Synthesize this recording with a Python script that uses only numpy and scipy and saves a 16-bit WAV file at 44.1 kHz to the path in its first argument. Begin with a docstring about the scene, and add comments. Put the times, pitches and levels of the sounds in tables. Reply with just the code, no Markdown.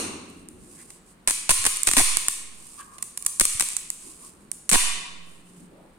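"""A thin printed plastic sheet is peeled off the base of a hollow printed cone, close by, in a bare room.
The bond gives way in single snaps and a few short rips: bursts of tiny breaks that shake the sheet and
echo round the room. Large freed patches flap, and the loudest cracks overload the microphone.
In between, fingers rub and shift on the plastic, and dragged edges make the cone ring.
An earlier noise is still dying away at first, and a faint hum stands in the room near the end."""
import sys
import numpy as np
from scipy import signal
from scipy.fft import rfft, irfft, next_fast_len
from scipy.io import wavfile
from scipy.ndimage import uniform_filter1d

SR = 44100
rng = np.random.default_rng(int(sys.argv[2]) if len(sys.argv) > 2 else 0)


def log_audio(samples):
    """Write samples as a 16-bit WAV file to the path given in sys.argv[1]."""
    # one column per channel
    frames = np.atleast_2d(samples).T
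    # limit to full scale, then quantise
    limited = np.clip(frames, -1, 1)
    pcm = np.round(limited * 32767).astype(np.int16)
    wavfile.write(sys.argv[1], SR, pcm)


N = 263718
TIME = np.arange(N) / SR

# A "colour" says how strong a sound is at each frequency.
# colour of the still air in the room: (frequency [Hz], level [dB])
AIR_COLOUR = [(15, -40), (25, 0.5), (127, -13), (175, -4.5), (223, -7), (591, -16), (1040, -15),
              (2840, -24.5), (3250, -26.5), (4140, -27.5), (11300, -55), (13200, -34), (16000, -43.5)]
# colour of the earlier noise left in the room: (frequency [Hz], level [dB])
OLD_ECHO_COLOUR = [(24, -54), (40, -29), (96, -12), (127, -25), (167, -8), (329, -4), (615, -17.5),
                   (1120, -10), (1750, -21), (2800, -12), (3200, -23), (4300, -13), (4800, -23),
                   (6400, -13), (7700, -17.5), (8800, -8.5), (14800, -42), (16000, -84)]
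# how alike left and right are in the background and rubbing: (frequency [Hz], likeness [0 to 1])
NOISE_LIKENESS = [(40, 0.8), (300, 0.93), (700, 0.13), (2000, 0.04), (6000, 0.12), (8000, 0.22),
                  (12000, 0.45)]
# how long the room's echo takes to fade by 60 dB: (frequency [Hz], fade time [s])
ROOM_FADE = [(150, 2), (500, 1.3), (800, 0.93), (1100, 1.04), (1500, 0.91), (3000, 1.05), (6000, 0.72),
             (9000, 0.6), (14000, 0.32)]
# colour of the echo, with the hollow cone's ring near 1.1 kHz: (frequency [Hz], level [dB])
ECHO_COLOUR = [(100, -33.5), (330, -12.5), (620, -12), (950, -3), (1120, 3), (1300, -1.5), (1520, -3.5),
               (2500, 3.5), (3800, 4), (5000, 4.5), (6300, 6.5), (9000, 4), (10300, 9.5), (11200, 4),
               (14000, 8)]
# how alike left and right are in the echo: (frequency [Hz], likeness [0 to 1])
ECHO_LIKENESS = [(1000, 0.1), (4500, 0.055), (6200, 0.22), (7500, 0.79), (14000, 0.72)]
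# the hands lift, regrip and turn the cone: (middle time [s], length [s], level [dB])
HAND_MOVES = [(.62, 1, -55.5), (4.35, 1, -60.5), (5.7, 1, -61)]
# dull colour of the moving hands: (frequency [Hz], level [dB])
HAND_COLOUR = [(53, -37), (90, -15.5), (178, 2), (258, -3), (349, -2), (389, -5), (424, -7), (905, -26.5),
               (1090, -29), (1200, -30.5), (1560, -43.5), (2640, -120)]
# fingers slide on the plastic: (middle time [s], length [s], level [dB])
FINGER_RUBS = [(.298, 0.034, -52), (.37, 0.27, -60), (.655, 0.22, -55.5), (.79, 0.3, -48),
               (.93, 0.17, -52.5), (1.1, 0.15, -57), (2.7, 0.65, -47), (2.8, 0.052, -46.5),
               (2.95, 0.1, -53.5), (4.08, 0.34, -44), (4.255, 0.21, -46), (4.38, 0.35, -62.5),
               (5.33, 0.33, -58.5), (5.49, 0.13, -60.5), (5.6, 0.27, -59)]
# colour of that rubbing: (frequency [Hz], level [dB])
RUB_COLOUR = [(530, -44.5), (900, -20), (1080, 1), (1570, -40), (1750, -21), (2540, -7.5), (3340, -13.5),
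              (4980, -6.5), (5820, -7.5), (9090, 6), (11300, -9), (14000, -16), (16000, -25)]
# the fingers rub mostly to the right: (frequency [Hz], left minus right [dB])
RUB_BALANCE = [(180, 0), (1650, -2), (5000, -0.5), (8000, -4), (15000, 2)]
# broad brushes of finger, palm and sleeve: (time [s], length [s], level [dB], centre frequency [Hz])
SOFT_BRUSHES = [(0.45, 0.29, -59, 60.5), (0.755, 0.1, -60, 1850), (2.765, 0.088, -59.5, 2880),
                (4.02, 0.12, -56.5, 303), (5.58, 0.1, -53.5, 223), (5.68, .1, -55.5, 361),
                (5.69, 0.27, -59.5, 567), (5.7, 0.24, -66.5, 840)]
# dragged edges make the hollow cone ring: (time [s], length [s], level [dB], pitch [Hz])
EDGE_SCRAPES = [(2.774, 0.057, -46.5, 1133), (2.782, 0.055, -53, 1630), (2.83, 0.21, -61, 1110),
                (3.14, 0.3, -63, 1090), (4.18, 0.12, -60.5, 1060)]
# a large patch comes free and flaps: (time [s], pitch [Hz], level [dB], time to fade by 60 dB [s])
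PATCH_FLAPS = [(1.497, 990, -20, 0.066), (1.494, 2700, -19, 0.035), (1.968, 2650, -16, 0.042),
               (1.5, 160, -29, 0.078), (1.6, 75, -33, 0.052), (1.59, 78, -30.5, 0.05),
               (1.975, 274, -11.5, 0.058), (1.997, 736, -8.5, 0.028), (2.005, 350, -15, 0.039),
               (2.008, 70, -23, 0.06), (2.006, 154, -23.5, 0.068), (3.41, 355, -17, 0.028),
               (3.413, 210, -19, 0.02), (3.55, 85, -25.5, 0.034), (4.72, 190, -16.5, 0.071),
               (4.738, 450, -16.5, 0.028), (4.737, 2300, -16, 0.015), (4.752, 1080, -18, 0.06)]
# colour of a break in the bond: (frequency [Hz], level [dB])
SHEET_COLOUR = [(47, -20), (70, -5.5), (115, -9.5), (296, -2), (877, -6), (1070, -0.5), (1220, -7),
                (2430, -3), (3170, -7.5), (4520, -5.5), (4940, -7.5), (9190, 0.5), (11200, -7.5),
                (15000, -17.5), (16000, -23)]
# the sheet is pulled tight and crackles: (start [s], end [s])
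PULL_TIMES = [(1.5, 2), (3.42, 3.76)]
# The more sheet lets go at once, the more "body" (middle and bass) a break has.
# the bond unzips in a run of tiny breaks: (time [s], length [ms], treble level [dB], body [dB])
BOND_RIPS = [(1.279, 7.8, -18, -9), (1.497, 19.2, -12.5, -9), (1.972, 24.7, -11.5, -7),
             (1.995, 21.2, -16.5, -6), (4.724, 14, -17.5, -7), (4.738, 19.7, -14.5, -1.5)]
# the bond gives way at one spot:
# (time [s], length [ms], treble level [dB], body [dB], crack pitch [Hz], left minus right [dB])
BOND_SNAPS = [(0.4866, 1.4, -36, -18, 9200, -2), (0.9033, 4.2, -38.5, -8.5, 8000, -4),
              (1.2742, 4.8, -10, -9, 8500, -1.5), (1.2898, 1.7, -20.5, -8, 9000, -4),
              (1.2975, 3.3, -16.5, -10.5, 8900, 2), (1.307, 3.8, -14.5, -9.5, 8600, 6.5),
              (1.492, 4.6, -11, -3, 8100, 1), (1.641, 2.1, -21, -7, 9400, 2),
              (1.6524, 1.2, -13, -8.5, 9500, -2), (1.6571, 2.5, -21.5, -6, 8800, -7),
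              (1.6635, 9.7, -8, -7.5, 9000, 0.5), (1.761, 1.7, -26, -24, 8800, -2),
              (1.7702, 1.52, -21.5, -30, 8900, -1), (1.8326, 1.3, -14.5, -25, 8700, -12),
              (1.8505, 2.4, -30, -21.5, 9000, -3.5), (1.861, 1.5, -34.5, -17.5, 8700, -4),
              (1.8677, 1.7, -26, -13, 8500, -7), (1.871, 7.3, -8, -8, 8500, 2),
              (1.883, 2.8, -15, -9.5, 8900, -8.5), (1.887, 5.8, -14.5, -4.5, 8300, -8),
              (1.913, 2.1, -12.5, -9, 8400, -3), (1.9345, 2.5, -12.5, -6.5, 8500, -1.5),
              (1.9667, 5.8, -10.5, -3, 8800, 4), (2.17, 1.7, -10.5, -13, 8800, -7),
              (2.2832, 2.1, -9.5, -13.5, 8700, -1), (2.982, 7, -37.5, -5, 8700, -6),
              (3.0247, 4.2, -20.5, -16, 8700, -6), (3.174, 4, -22.5, -14, 9400, -5),
              (3.2243, 0.9, -30, -19, 9300, -8), (3.249, 1.7, -33, -20, 8700, -4.5),
              (3.2628, 4.7, -10.5, -18, 9300, -3.5), (3.3974, 2.7, -5, -16, 8800, 5),
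              (3.4085, 7.8, -6, -8.5, 9000, -0.5), (3.4525, 2.1, -7.5, -14, 8500, 5),
              (3.5965, 3.8, -12.5, -12.5, 8600, -4), (3.6064, 5.4, -12, -9, 8500, 7.5),
              (3.623, 1.7, -19, -8, 9000, -7), (3.687, 0.91, -24, -22.5, 8600, 1),
              (3.7324, 0.84, -31, -20, 9200, -1), (3.7664, 0.76, -17, -16.5, 8000, -11.5),
              (3.9022, 1.4, -19, -20, 8350, -6), (4.5152, 2.1, -22.5, -18, 9000, -10),
              (4.6922, 2.4, -13.5, -11, 8000, -4), (4.698, 0.31, -14, -17.5, 8300, 9.5),
              (4.714, 3.2, -13.5, -6, 7600, -2), (4.7218, 5.5, -13.5, -8, 8000, -1),
              (4.7262, 2.2, -15.5, -15, 8000, -0.5), (4.7302, 4.3, -7.5, -9.5, 7900, 1)]

FLAT = ((20, 0), (20000, 0))  # no change at any frequency: (frequency [Hz], level [dB])
CRACK_HZ, CRACK_WIDTH_HZ, CRACK_DB = 9250, 1680, 6  # free edge's broad ring: usual pitch, width, boost


def amp(db):
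    """Turns decibels into a number to multiply by."""
    return 10 ** (np.asarray(db) / 20)


def evened(x):
    """Scales a signal to an average power of 1."""
    return x / np.sqrt(np.mean(x ** 2) + 1e-20)


def read(points, hz):
    """Looks up a table between its rows, on a log-frequency scale."""
    row_hz, value = np.transpose(points)
    return np.interp(np.log(hz + 1), np.log(row_hz + 1), value)


def add(mix, s, sound):
    """Mixes a sound in at s seconds."""
    part = mix[:, max(round(s * SR), 0):][:, :sound.shape[1]]
    part += sound[:, :part.shape[1]]


def pair(likeness, two):
    """Turns two unrelated signals into a partly alike left and right."""
    shared = np.clip(likeness, 0, 1)
    return np.array([two[0], shared * two[0] + np.sqrt(1 - shared ** 2) * two[1]])


def panned(db):
    """Left and right gains that make the left db decibels louder."""
    return amp(np.array([[.5], [-.5]]) * db)


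def noise(colour, balance=FLAT):
    """Stereo noise of a given colour, nearly the same on both sides in the bass."""
    size = next_fast_len(N)
    hz = np.fft.rfftfreq(size, 1 / SR)
    white = pair(read(NOISE_LIKENESS, hz), rfft(rng.standard_normal((2, size))))
    spectrum = white * panned(read(balance, hz)) * amp(read(colour, hz))
    return evened(irfft(spectrum, size)[:, :N])


def swells(rows):
    """Loudness over time: each movement rises and falls in one smooth arch."""
    return sum(amp(db) * np.maximum(np.cos(np.pi * np.clip((TIME - s) / length, -1, 1)), 0) ** 2.4
               for s, length, db in rows)


def flattened(force, bins, size=8192):
    """Evens out chance bumps in a burst's colour, over a number of neighbouring frequency bins."""
    spectrum = rfft(force, size)
    power = np.maximum(uniform_filter1d(abs(spectrum) ** 2, size=bins), 1e-12)
    return irfft(spectrum / np.sqrt(power))[:, :size // 2]


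def die_away(x, colour=FLAT):
    """Fades each frequency at the room's own rate: the bass lasts longest."""
    hz, t, bands = signal.stft(x, SR, nperseg=512)
    fade_db = read(colour, hz)[:, None] - 60 * t / read(ROOM_FADE, hz)[:, None]
    return signal.istft(bands * amp(fade_db), SR, nperseg=512)[1][:, :x.shape[1]]


def hum(start_s=4.78, end_s=5.74, rise_s=0.076, fall_s=0.028, start_hz=177, start_db=-58.5):
    """A faint, unsteady tone that sinks a little in pitch as it grows louder."""
    waver, flutter = evened(uniform_filter1d(rng.standard_normal((2, N)), size=2000))
    age = TIME - start_s
    fade = np.clip(np.minimum(age / rise_s, (end_s - TIME) / fall_s), 0, 1)
    pitch_hz = start_hz - 2 * age + 6 * waver
    tone = np.sin(2 * np.pi * np.cumsum(pitch_hz) / SR)
    return amp(start_db + 3.5 * age) * fade * evened(amp(3 * flutter) * tone)


def background(air_db=-57, echo_db=-27.5):
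    """The fading echo of an earlier noise, the hum and the still air."""
    old_echo = amp(echo_db) * die_away(noise(OLD_ECHO_COLOUR))
    return old_echo + hum() + amp(air_db) * noise(AIR_COLOUR)


def room(x, tail_db=2, early_db=-15, build_s=0.016, early_s=0.0044, bounces_per_s=2000):
    """Sound bounces quickly off desk and hands, then off the walls in a dense, slowly dying tail."""
    t = TIME[:2 * int(.65 * SR)]
    likeness = read(ECHO_LIKENESS, np.fft.rfftfreq(len(t), 1 / SR))
    walls = irfft(pair(likeness, rfft(rng.standard_normal((2, len(t))))))
    tail = die_away(walls, ECHO_COLOUR) * (1 - 0.25 * np.exp(-t / build_s))
    tail *= np.minimum(t / .012, 1)  # the walls take a moment to answer
    bounces = rng.standard_normal((2, len(t))) * (rng.random((2, len(t))) < bounces_per_s / SR)
    early = bounces * np.exp(-t / early_s)
    response = (amp(tail_db) * evened(tail) + amp(early_db) * evened(early)) / np.sqrt(len(t))
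    return signal.fftconvolve(x, response, axes=1)[:, :N]


def moving_room(x, turn_hz=1.703):
    """The hands move, so each crack meets its own blend of three echo patterns."""
    angle = np.pi * turn_hz * TIME
    return np.sqrt(2 / 3) * sum(room(x * np.cos(angle + k * np.pi / 3)) for k in range(3))


def hands(rest_db=-64):
    """Hands holding the cone make a dull noise that swells when they move."""
    return (amp(rest_db) + swells(HAND_MOVES)) * noise(HAND_COLOUR)


def rubbing(grain_db=2.0, rest_db=-68):
    """Skin catches on the printed ridges: a grainy hiss."""
    grain = amp(grain_db * evened(uniform_filter1d(rng.standard_normal(N), size=150)))
    hiss = evened(noise(RUB_COLOUR, RUB_BALANCE) * grain)
    return hiss * (amp(rest_db) + swells(FINGER_RUBS))


def strokes(rows, width):
    """Brushes or scrapes: friction noise swells around one pitch; a smaller width rings more clearly."""
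    mix = np.zeros((2, N))
    for s, length, db, hz in rows:
        count = int(length * SR)
        friction = pair(0.7, rng.standard_normal((2, count)))
        b, a = signal.iirpeak(hz, 1 / width, fs=SR)
        ring = signal.lfilter(b, a, signal.lfilter(b, a, friction))
        add(mix, s, amp(db) * evened(ring * np.hanning(count)))
    return mix


def flaps(rise_s=0.0031, pan_db=-4):
    """A freed patch of sheet bends to and fro until the fingers quickly still it."""
    mix, t = np.zeros((2, N)), TIME[:SR // 5]
    for s, hz, db, fade_s in PATCH_FLAPS:
        loudness = amp(db - 60 * t / fade_s) * (1 - np.exp(-t / rise_s))
        add(mix, s, panned(pan_db) * loudness * np.sin(2 * np.pi * hz * t))
    return mix


def crackles(per_s=45, length_ms=1, top_db=-30.5, range_db=3, body_db=-13.5):
    """Faint snaps at random moments while the sheet is pulled, as rows like BOND_SNAPS."""
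    return [(s, length_ms, top_db - range_db * rng.random(), body_db, CRACK_HZ, 0)
            for start, end in PULL_TIMES for s in rng.uniform(start, end, round(per_s * (end - start)))]


def sheet_response(body_db, crack_hz, size, bend_lag_s=0.00071, fast_hz=6920):
    """How the sheet colours and delays each frequency; with more body, the bass grows fastest."""
    hz = abs(np.fft.fftfreq(size, 1 / SR))
    bass_db, middle_db, upper_db = 8.5 + 1.71 * body_db, 8.5 + body_db, 4.5 + 0.53 * body_db
    body = [(500, bass_db), (1300, middle_db), (3200, middle_db), (5200, upper_db), (7000, 0)]
    edge_db = CRACK_DB / (1 + (2 * (hz - crack_hz) / CRACK_WIDTH_HZ) ** 2)
    gain = amp(np.maximum(read(SHEET_COLOUR, hz) + read(body, hz) + edge_db, -80))
    colour = np.exp(np.conj(signal.hilbert(np.log(gain))))  # nothing sounds before the break
    # low bending waves travel more slowly, so the lows arrive late
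    lag_s = bend_lag_s * np.maximum(np.sqrt(fast_hz / np.maximum(hz, 60)) - 1, 0)
    delay = np.exp(-2j * np.pi * np.cumsum(lag_s) * SR / size)
    return (colour * delay)[:size // 2 + 1]


def fracture(force, body_db, crack_hz, pan_db, likeness=0.33, size=8192):
    """A break shakes the sheet. Gives the direct stereo sound and the sound sent into the room."""
    hz = np.fft.rfftfreq(size, 1 / SR)
    heard = flattened(pair(likeness, force), bins=350)
    # the room hears the sheet from all sides and 2 ms later, so only fine ripples stay in its colour
    all_round = flattened(np.pad(force[:1], ((0, 0), (SR // 500, 0))), bins=190)
    spectra = rfft(np.vstack([heard, all_round]), size) * sheet_response(body_db, crack_hz, size)
    treble_energy = (irfft(spectra * (hz > 5000)) ** 2).sum(1, keepdims=True)
    spectra /= np.sqrt(treble_energy)
    balance_db = read([(300, -7), (1100, 0.0016), (6000, pan_db)], hz)  # the thud leans right
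    direct = irfft(spectra[:2] * panned(balance_db))
    direct[0] = np.roll(direct[0], 5)  # the left microphone is a little farther away
    return direct, irfft(spectra[2:])


def rip_force(count, breaks_per_s=2800, grain_db=3.5, fade_s=0.00075):
    """The bond unzips for count samples: many small breaks of uneven size, each fading fast."""
    hits = rng.random(count) < breaks_per_s / SR
    sizes = amp(grain_db * np.minimum(rng.exponential(1, count), 3))
    loudness = signal.lfilter([1], [1, -np.exp(-1 / (fade_s * SR))], hits * sizes) + 0.047
    return rng.standard_normal((2, count)) * loudness


def snap_force(length_ms, rise_ms=0.27, slip_ms=1.408, stick_db=-17, fibres_db=-18):
    """A crack sticks and slips for a few milliseconds and stops; a few fibres break after it."""
    ms = np.arange(1000) * 1000 / SR
    rise = 1 - np.exp(-(ms / rise_ms) ** 2)
    crack = np.exp(-(ms / max(length_ms, .3)) ** 2)
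    fibres = amp(fibres_db) * np.exp(-ms / 3)
    spacing_ms = slip_ms * (1 + 0.19 * rng.uniform(-0.92, 1))
    jerks = amp(stick_db * np.cos(np.pi * ms / spacing_ms) ** 2)
    return rng.choice([-1, 1], (2, len(ms))) * rise * (crack + fibres) * jerks


def peel(snap_room_db=-3.5, rip_room_db=-1.5, room_per_body=0.38):
    """The bond gives way in snaps and rips; the larger the freed area, the more goes into the room."""
    near, to_room = np.zeros((2, N)), np.zeros((1, N))
    for s, length_ms, db, body_db, crack_hz, pan_db in BOND_SNAPS + crackles():
        direct, sent = fracture(snap_force(length_ms), body_db, crack_hz, pan_db)
        gain = amp(db) * np.sqrt(SR * 0.0028)
        add(near, s, gain * direct)
        add(to_room, s, gain * sent * amp(snap_room_db + room_per_body * body_db))
    for s, length_ms, db, body_db in BOND_RIPS:
        count = int(length_ms * SR / 1000)
        direct, sent = fracture(rip_force(count), body_db, CRACK_HZ, pan_db=0)
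        gain = amp(db) * np.sqrt(count)
        add(near, s, gain * direct)
        add(to_room, s, gain * sent * amp(rip_room_db + room_per_body * body_db))
    return near, to_room


def scene():
    """The peeling and handling, with the room around them."""
    peeling, to_room = peel()
    scrapes = strokes(EDGE_SCRAPES, width=0.16)
    brushes = strokes(SOFT_BRUSHES, width=0.53)
    echoes = moving_room(to_room + 0.83 * scrapes)
    return peeling + flaps() + scrapes + brushes + echoes + rubbing() + hands() + background()


def gain_control(x, threshold_db=-22, share=0.38, attack_s=0.015, recover_db_per_s=120):
    """The volume drops just after a loud burst and comes back, lifting the echo."""
    keep = np.exp(-1 / (attack_s * SR))
    power_db = 10 * np.log10(signal.lfilter([1 - keep], [1, -keep], (x ** 2).mean(0)) + 1e-12)
    fall_db = TIME * recover_db_per_s
    held_db = np.maximum.accumulate(power_db + fall_db) - fall_db  # each peak sinks back steadily
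    over_db = np.maximum(held_db - threshold_db, 0)
    return x / amp(share * signal.lfilter([1 - keep], [1, -keep], over_db))


def record(dry, overload_from=0.036, push_db=8, ceiling=0.91, top_hz=16100):
    """Big cracks overload the microphone: its rest point shifts and swings back, and peaks are rounded."""
    swing = signal.sosfilt(signal.butter(2, 2600, fs=SR, output="sos"), dry)
    push = np.maximum(abs(swing) - overload_from, 0)
    # smooth the overload into a slow push, then let it return to rest
    for order, hz, kind in (2, 60, "low"), (1, 10, "low"), (2, 1.37, "high"):
        push = signal.sosfilt(signal.butter(order, hz, kind, fs=SR, output="sos"), push)
    shifted = gain_control(dry) - amp(push_db) * panned(-5) * push
    rounded = ceiling * np.tanh(shifted / ceiling)
    treble_cut = signal.firwin(255, top_hz, window=("kaiser", 9), fs=SR)
    return signal.oaconvolve(rounded, treble_cut[None], "same")


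dry = scene()
out = record(dry)
log_audio(out)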